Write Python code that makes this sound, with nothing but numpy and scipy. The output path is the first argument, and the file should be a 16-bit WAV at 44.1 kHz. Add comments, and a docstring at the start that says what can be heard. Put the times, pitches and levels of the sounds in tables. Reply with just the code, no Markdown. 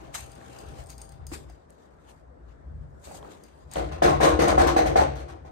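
"""Keys tick and soles land as a visitor steps up, clothes rustling, a nearby hum soon stopping; traffic rumbles outside.
Then knuckles rap on a loose door in a hard, narrow hallway; it booms, slaps back into its frame, its latch rattles.
Door: resonator-filtered echo tails plus decaying sines. Keys and latch: sines and noise clicks. Soles: filtered tails.
Cloth and traffic: shaped noise. Two spaced microphones hear the low middle out of phase."""
import sys
import numpy as np
from scipy import signal
from scipy.fft import rfft, irfft, next_fast_len
from scipy.io import wavfile
from scipy.ndimage import uniform_filter1d, map_coordinates

SR = 44100
rng = np.random.default_rng(int(sys.argv[2]) if len(sys.argv) > 2 else 0)


def to_wav(sig):
    """Store sig (one row per channel, or 1-D mono) as 16-bit WAV at the path in sys.argv[1].

    Samples outside -1..1 are clipped; the rate is SR.
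    """
    pcm = np.clip(np.atleast_2d(sig), -1, 1) * 32767
    pcm = np.round(pcm).astype(np.int16)
    wavfile.write(sys.argv[1], SR, pcm.T)  # frames by channels


N = 242991

# Levels in the tables are relative; each source adds its own trim.
# distant traffic: t/s, rumble level/dB, wash level/dB
TRAFFIC = [(0.0, -55.5, -50.5), (0.35, -58, -53), (0.71, -53, -51), (0.86, -53, -55), (1.42, -51, -56),
           (1.61, -58, -59), (2.24, -58.5, -57.5), (2.91, -55, -58), (3.26, -57.5, -50), (3.47, -59, -58),
           (3.7, -58, -56)]
# traffic rumble spectrum: f/Hz, density/dB
RUMBLE_SPECTRUM = [(12, -64), (20, -43), (41, -9.5), (59, 8), (102, -7), (152, -2.5), (178, -23.5),
                   (250, -19), (320, -78), (550, -120)]
# traffic wash spectrum: f/Hz, density/dB
WASH_SPECTRUM = [(88, -62), (150, -4.5), (197, -8.5), (631, -7), (827, -12), (1760, -22.5), (2650, -40.5),
                 (5540, -44.5), (8170, -48), (10500, -56), (13000, -60), (15500, -88)]
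# nearby machine, stops early: f/Hz, level/dB
HUM = [(125, -60.5), (665, -66.5), (787, -64)]
# strokes of cloth and soles: peak t/s, level/dB, rise per 20 dB/s, fall per 20 dB/s, treble over body/dB
STROKES = [(0.149, -40.5, 0.013, 0.11, 9), (.54, -51.5, 0.28, 0.23, 1), (.8, -52, 0.14, 0.083, 3),
           (0.899, -53, 0.02, 0.076, 8), (.99, -57.5, 0.028, 0.42, -20), (1.341, -43, 0.032, 0.076, 9),
           (1.49, -62.5, 0.0098, 0.23, -2.5), (1.7, -69.5, 0.015, 0.14, 5), (1.84, -63.5, 0.11, 0.1, -1),
           (2.1, -58.5, 0.13, 0.13, 1.5), (2.49, -67.5, 0.087, 0.16, -5), (2.82, -71, 0.061, 0.089, -3),
           (3.045, -58.5, 0.015, 0.29, 10), (3.176, -60, 0.16, 0.014, 16), (3.319, -51, 0.1, 0.073, 1),
           (3.45, -64, 0.12, 0.59, 0.5), (3.739, -39, 0.025, 0.12, -0.5), (3.78, -49, 0.047, 0.69, -34)]
# rustle spectrum: f/Hz, density/dB
CLOTH_SPECTRUM = [(240, -44), (400, -39), (772, 7.5), (1080, 1.5), (4840, -8.5), (5560, -12.5),
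                  (6380, -8.5), (9070, -10.5), (11100, -20.5), (13900, -23), (15500, -62)]
# soles landing: t/s, level/dB, hollow note f/Hz
STEPS = [(0.017, -39.5, 288), (0.143, -39, 756), (0.787, -34.5, 660), (1.317, -31, 310), (1.497, -49, 250),
         (3.073, -34, 615), (3.112, -35.5, 760), (3.248, -38.5, 770)]
# sole impact spectrum: f/Hz, density/dB
SOLE_SPECTRUM = [(100, -24), (330, 3), (900, 0), (2000, -7), (6000, -26)]
# bright metal ticks, keys early on, the door latch rattling during the knocks: t/s, level/dB, ring offset/dB
METAL_TICKS = [(0.143, -34, -22), (0.3172, -55, -7), (0.587, -51, -7), (0.889, -56.5, -8),
               (0.9023, -43.5, -11), (0.98, -47.5, -9), (1.0158, -46, -8), (1.0914, -54, -8),
               (1.12, -56, -8), (1.2673, -42, -11), (1.498, -57, -12), (3.437, -55, -12), (3.714, -53, -4),
               (4.42, -32, -20), (4.482, -32.5, -11.5), (4.672, -31, -20)]
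# ringing modes of the metal: f/Hz, level/dB, t60/s
METAL_MODES = [(4790, 7.5, 0.033), (5030, 3, 0.029), (6510, 9.5, 0.032), (8450, 11, 0.028),
               (8900, 15, 0.014), (10200, 3, 0.021), (13600, -1, 0.03)]
# short pitched ticks near the microphones: t/s, level/dB, f/Hz
TAPS = [(.143, -31.5, 2140), (.16, -33, 3760), (0.207, -29, 8700), (.414, -41.5, 1654), (1.317, -42, 1100),
        (1.319, -36, 290), (1.499, -41, 700), (1.705, -43, 8700), (3.113, -36, 795), (3.148, -39, 756),
        (3.228, -45, 3150), (3.229, -37.5, 1060), (3.251, -41, 1190), (3.437, -42, 8600),
        (3.737, -25, 8540), (3.757, -30, 3110)]
# standing waves of the hallway: f/Hz, level/dB
STANDING_WAVES = [(54, -6.5), (63, -2), (76, -2.5), (95, -11), (145, -8)]
# door contacts, blows and rebounds: t/s, boom level/dB, clack offset/dB, direct thud offset/dB, thud f/Hz
KNOCKS = [(3.757, -17, 8, -10, 560), (3.913, -27.5, 13, -22, 696), (4.021, -8.5, 14, 10.5, 710),
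          (4.047, -18, 17, 14, 703), (4.081, -15, 12, 14, 1080), (4.126, -31, 15, -7, 720),
          (4.203, -9.5, 12, -18, 600), (4.227, -9.5, 17.5, -6, 730), (4.274, -15, 14, 13, 1070),
          (4.389, -9, 10.5, 8, 466), (4.415, -14, 16.5, 8, 826), (4.474, -8.5, 11.5, 1, 770),
          (4.578, -8, 11, 12, 745), (4.607, -18.5, 18.5, 7, 725), (4.665, -14, 16.5, 7.5, 332),
          (4.763, -13, 16, 15, 758), (4.788, -19.5, 8.5, 17.5, 696), (4.856, -14.5, 12, -10, 860),
          (4.957, -10.5, 12, 12, 732), (4.994, -17.5, 15, 18, 848), (5.15, -35.5, 19.5, -5, 700),
          (5.188, -34.5, 16.5, -7, 700), (5.28, -33.5, 14.5, -17, 680), (5.447, -40.5, 12, -7, 673)]
# panel and hallway resonances: f/Hz, width/Hz, level/dB
DOOR_MODES = [(142, 29, -1), (198, 4.1, -1), (313.4, 8.5, 3), (346.5, 10.3, 4), (408, 23, -7.5),
              (472, 22, 0.5), (544.3, 18, 1), (620, 81, -2), (705, 20.5, -0.5), (754, 39, -2),
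              (844, 16, -12), (936, 18, -4), (1033, 29, 0), (1118, 11, -3.5), (1250, 20, -4),
              (1447, 11, -2)]
# door boom spectrum: f/Hz, density/dB
BOOM_SPECTRUM = [(60, -48), (110, -7), (150, 1.5), (300, 4), (800, 7), (1500, -2.5), (3000, -7),
                 (6000, -61)]
# latch and frame clack spectrum: f/Hz, density/dB
CLACK_SPECTRUM = [(710, -14), (1200, 1.5), (1600, 3), (1820, 1.5), (2950, -10), (4150, -8), (5550, -14.5),
                  (6170, -9), (7480, -17.5), (8240, -11.5), (10700, -23), (13500, -26), (15500, -85)]
# hallway decay: f/Hz, t60/s
HALL_T60 = [(60, 1), (300, 0.76), (1000, 0.43), (3000, 0.51), (12000, 0.27)]
# stereo width per band, nearly mono at the very top: f/Hz, left-right correlation/1
STEREO_CORRELATION = [(30, 0.47), (80, 1), (140, 0.14), (290, 0.51), (480, -0.34), (700, -0.64),
                      (1200, -0.21), (2000, -0.086), (4000, -0.005), (9000, -0.093), (10800, -0.84),
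                      (12300, 1), (15000, 1)]
# microphone balance: f/Hz, left over right/dB
LEAN = [(60, 5), (120, 1.5), (240, 4), (480, 5), (950, 1), (1890, 2.5), (3770, 5.5), (7520, 5.5),
        (15000, -4.5)]

TOP_HZ, WHINE_HZ = 15830, 8050
FIDGET_DB, SETTLES_DB_PER_S = -55.5, 32.5  # steady rubbing, fading as the visitor comes to a stand


def amp(db):
    """dB to amplitude."""
    return 10 ** (np.asarray(db) / 20)


def unit(x):
    """Scale to rms 1."""
    return x / np.sqrt(np.mean(x ** 2) + 1e-20)


def along(points, hz):
    """Interpolate (f/Hz, value) points on a log-frequency axis."""
    f, v = np.transpose(points)
    return np.interp(np.log(hz + 1), np.log(f + 1), v)


def curves(rows):
    """One value per sample for each column after the time."""
    s, *cols = np.transpose(rows)
    return [np.interp(np.arange(N) / SR, s, c) for c in cols]


def wobble(rate_hz):
    """Smooth random curve, rate_hz knots per second."""
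    knots = rng.standard_normal(int(N * rate_hz / SR) + 4)
    return map_coordinates(knots, [np.arange(N) * rate_hz / SR])


def filtered(x, response):
    """Apply a complex frequency response."""
    m = next_fast_len(x.shape[-1] + SR // 2)
    hz = np.fft.rfftfreq(m, 1 / SR)
    return irfft(rfft(x, m) * response(hz), m)[..., :x.shape[-1]]


def causal(points):
    """Minimum-phase response shaped by (f/Hz, dB) points, rms gain 1."""
    def response(hz):
        cepstrum = irfft(np.log(amp(along(points, hz)) + 1e-6))
        cepstrum[1:len(hz) - 1] *= 2  # fold onto positive time
        cepstrum[len(hz):] = 0
        gain = np.exp(rfft(cepstrum))
        return gain / np.sqrt(np.mean(np.abs(gain) ** 2))
    return response


def spread(pair):
    """Mix two unrelated signals to the left-right correlation of each band."""
    def mid_side_gains(hz):
        turn = np.arccos(np.clip(along(STEREO_CORRELATION, hz), -1, 1)) / 2
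        return np.array([np.cos(turn), np.sin(turn)])
    mid, side = filtered(pair, mid_side_gains)
    return np.array([mid + side, mid - side])


def rush(spectrum, patchy_db):
    """Noise pair of rms 1 with time-frequency patches of random gain."""
    z = signal.stft(rng.standard_normal((2, N)), nperseg=512)[2]
    field = uniform_filter1d(rng.standard_normal(z.shape[1:]), 6, 0)
    field = uniform_filter1d(field, 10, 1)
    pair = signal.istft(z * amp(patchy_db * unit(field)), nperseg=512)[1][:, :N]
    return unit(filtered(pair, lambda hz: amp(along(spectrum, hz))))


def hallway(build_s, slap_db, slap_s, spiky_db, tint_db=0):
    """Fresh echo-tail pair: reflections pile up, the far wall slaps back, each band has its own decay."""
    t = np.arange(SR) / SR
    slap = amp(slap_db) * np.exp(-((t - slap_s) / 0.027) ** 2)
    swell = 1 - np.exp(-t / build_s) + slap
    lumps = amp(spiky_db * np.repeat(rng.standard_normal(SR // 100), 100))  # uneven reflections
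    hz, s, z = signal.stft(rng.standard_normal((2, SR)), SR, nperseg=512)
    tint_db = tint_db * unit(uniform_filter1d(rng.standard_normal(len(hz)), size=4))  # colour of this tail
    decay_db = -60 * s / along(HALL_T60, hz)[:, None]
    tail = signal.istft(z * amp(tint_db[:, None] + decay_db), SR, nperseg=512)[1][:, :SR]
    tail = tail * swell * lumps
    return tail / np.linalg.norm(tail[0])


def strikes(times_s, levels_db, **hall):
    """Every contact excites its own echo tail."""
    out = np.zeros((2, N + SR))
    for s, db in zip(times_s, levels_db):
        start = round(s * SR)
        out[:, start:start + SR] += amp(db) * hallway(**hall)
    return out[:, :N]


def street():
    """Distant traffic as shaped noise, wavering hum sines, and a faint narrow-band whine."""
    rumble_db, wash_db = curves(TRAFFIC)
    t = np.arange(N) / SR
    whine_band = lambda f: np.exp(-((f - WHINE_HZ) / 40) ** 2)
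    whine = unit(filtered(rng.standard_normal((2, N)), whine_band))
    hum = sum(amp(db + 6.5 + 1.1 * wobble(7.0)) * np.sin(2 * np.pi * hz * t) for hz, db in HUM)
    hum = hum / (1 + np.exp((t - 1.25) / 0.11))  # stops around 1.25 s
    rumble = amp(rumble_db + 6.0 + 4.8 * wobble(5.03)) * rush(RUMBLE_SPECTRUM, patchy_db=-1.5)
    wash = amp(wash_db + 2.5 + 0.8 * wobble(3)) * rush(WASH_SPECTRUM, patchy_db=1.5)
    return rumble + wash + amp(-91.0) * whine + hum


def rubbing():
    """Body and treble gains of the rustle: exponential strokes over a settling bed."""
    t = np.arange(N) / SR
    body = amp(FIDGET_DB - SETTLES_DB_PER_S * t)
    bright = body * amp(-5)
    for s, db, rise_s, fall_s, treble_db in STROKES:
        stroke = amp(db - 20 * np.maximum((s - t) / rise_s, (t - s) / fall_s))
        body = body + stroke
        bright = bright + amp(treble_db) * stroke
    return body, bright


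def footsteps():
    """Soles land softly: echo tails through a resonator at the hollow note."""
    steps, width_hz = 0, 120
    for s, db, hz in STEPS:
        blow = strikes([s - 0.002], [db + 12], build_s=0.002, slap_db=-9, slap_s=0.03, spiky_db=2.5)
        blow[:, round(s * SR)] += amp(db + 8.0) * np.array([1, -1])  # first arrival, opposite polarity

        def sole(f):
            damping = 1j * f * width_hz
            return causal(SOLE_SPECTRUM)(f) * (0.5 + 2.5 * damping / (hz * hz - f * f + damping))
        steps = steps + filtered(blow, sole)
    return amp(5.0) * steps


def cloth():
    """Clothes and soles rub: grainy noise, body and treble gated by separate stroke gains."""
    grain = amp(1.56 * wobble(140) + 1.65 * wobble(28.84))
    body, bright = rubbing()
    rustle = unit(grain * rush(CLOTH_SPECTRUM, patchy_db=2.2))
    treble = filtered(rustle, lambda f: 1 / (1 + (5000 / (f + 1)) ** 4))
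    return body * (rustle - treble) + bright * treble


def metal_ticks():
    """Each tick of keys or latch is a noise click plus metal modes with random strength and pitch."""
    clicks, rings, t = np.zeros(N + SR), np.zeros(N + SR), np.arange(SR // 8) / SR
    bounces = [(s + 0.013 * (1 + rng.random()), db - 14.5, ring_db) for s, db, ring_db in METAL_TICKS]
    jingle = [(rng.uniform(0.25, 1.25), rng.normal(-59.5, 2.8), -8) for _ in range(12)]  # faint ticks
    for s, db, ring_db in [*METAL_TICKS, *bounces, *jingle]:
        start, ring = round(s * SR), 0
        for hz, level_db, t60_s in METAL_MODES:
            envelope = amp(level_db + rng.normal(0, 2.6) - 60 * t / t60_s)
            drift = 0.17 * np.cumsum(rng.standard_normal(len(t)))  # phase drift/rad
            ring = ring + envelope * np.sin(2 * np.pi * hz * rng.normal(1, 0.0098) * t + drift)
        rings[start:][:len(t)] += amp(db + 0.5 + ring_db) * ring * (1 - np.exp(-t / 0.00041))
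        click = amp(db - 3.5 - 60 * t / 0.02) * rng.standard_normal(len(t))
        clicks[start:][:len(t)] += click * (1 - np.exp(-t / 0.0014))
    click_spectrum = [(2000, -10), (4500, -10), (9000, -11.0), (11500, -3), (15500, -13)]  # f/Hz, density/dB
    return rings + filtered(clicks, causal(click_spectrum))


def near_taps():
    """Single short decaying notes with phase drift, without hallway echo."""
    taps, t = np.zeros(N + SR), np.arange(SR // 8) / SR
    for s, db, hz in TAPS:
        envelope = amp(db - 60 * t / (0.0047 + 15 / hz)) * (1 - np.exp(-t / 0.00011))
        drift = 0.00004 * hz * np.cumsum(rng.standard_normal(len(t)))
        taps[round(s * SR):][:len(t)] += envelope * np.sin(2 * np.pi * hz * t + drift)
    return taps


def small_ticks():
    """Metal ticks echo in the hallway; the direct part adds the near taps."""
    metal = metal_ticks()
    hall = hallway(build_s=0.004, slap_db=-9, slap_s=0.03, spiky_db=1.5)
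    wet = signal.fftconvolve(metal[None, :N], hall, axes=1)
    return amp(-4.5) * wet[:, :N], (metal + near_taps())[:N]


def standing():
    """Every door contact sets the lowest standing waves going; they swell, hold, then die away."""
    out, t = np.zeros(N + SR), np.arange(SR // 2) / SR
    shape = (1 - np.exp(-t / 0.024)) * amp(-110 * np.maximum(t - 0.16, 0))
    for s, db, *_ in KNOCKS:
        waves = 0
        for hz, level_db in STANDING_WAVES:
            cycles = hz * rng.normal(1, 0.038) * t + rng.random()
            waves = waves + amp(level_db) * np.sin(2 * np.pi * cycles)
        out[round(s * SR):][:len(t)] += amp(0.52 * db - 27.5) * shape * waves
    return out[:N]


def panel(f):
    """Door response: damped second-order resonances over a weak direct path."""
    response = amp(-20)
    for centre_hz, width_hz, level_db in DOOR_MODES:
        damping = 1j * f * width_hz
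        response = response + amp(level_db) * damping / (centre_hz ** 2 - f * f + damping)
    return response


def door_thud():
    """The struck spot rings for a few cycles, with the knuckle's sharp push."""
    thud, t = np.zeros(N + SR), np.arange(SR // 20) / SR
    for s, boom_db, _, thud_db, hz in KNOCKS:
        db = boom_db + thud_db
        envelope = amp(db - 7.5 - 60 * t / 0.056) * (1 - np.exp(-t / 0.00074))
        thud[round(s * SR):][:len(t)] += envelope * np.sin(2 * np.pi * hz * t)
        u = t / 0.00024
        push = amp(db - 9.5) * u * u * (3 - u) * np.exp(-u)
        thud[round((s + 0.003) * SR):][:len(t)] += push  # 3 ms after the ring starts
    return thud[:N]


def door():
    """The panel thuds and booms; the slack in latch and frame clacks a moment later."""
    s, db, clack_db, _, _ = np.transpose(KNOCKS)
    boom = strikes(s - 0.002, db + 25.5,
                   build_s=0.0012, slap_db=-4.0, slap_s=0.06, spiky_db=2.0, tint_db=2.5)
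    clack = strikes(s + 0.0015, db + clack_db,
                    build_s=0.0065, slap_db=-3.0, slap_s=0.024, spiky_db=1.5, tint_db=2.0)
    boom = filtered(filtered(boom, causal(BOOM_SPECTRUM)), panel)
    clack = filtered(clack, causal(CLACK_SPECTRUM))
    thud = door_thud()
    hall = hallway(build_s=0.0034, slap_db=-3, slap_s=0.031, spiky_db=2.0)
    echo = signal.fftconvolve(thud[None], hall, axes=1)[:, :N]
    return boom + clack + amp(-4.0) * echo, thud


def scene():
    """Stereo-spread sound of hallway, visitor and street plus the direct sound at each microphone."""
    door_wet, thud = door()
    ticks_wet, ticks = small_ticks()
    late_thud = np.pad(thud, (24, 0))[:N]  # 24 samples: the door is nearer the right microphone
    direct = np.array([amp(-2.5) * late_thud, thud]) + standing() + ticks * amp([[0.3], [-1.5]])
    diffuse = spread(door_wet + ticks_wet + footsteps() + cloth() + street())
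    return diffuse + direct


def record(dry):
    """Left-right balance per frequency, soft peak limiting, sharp low-pass at TOP_HZ."""
    x = filtered(dry, lambda hz: amp(along(LEAN, hz) / 2 * np.array([[1], [-1]])))
    x = x / (1 + np.abs(x / 0.82) ** 3) ** (1 / 3)
    return filtered(x, lambda hz: hz < TOP_HZ)


dry = scene()
out = record(dry)
to_wav(out)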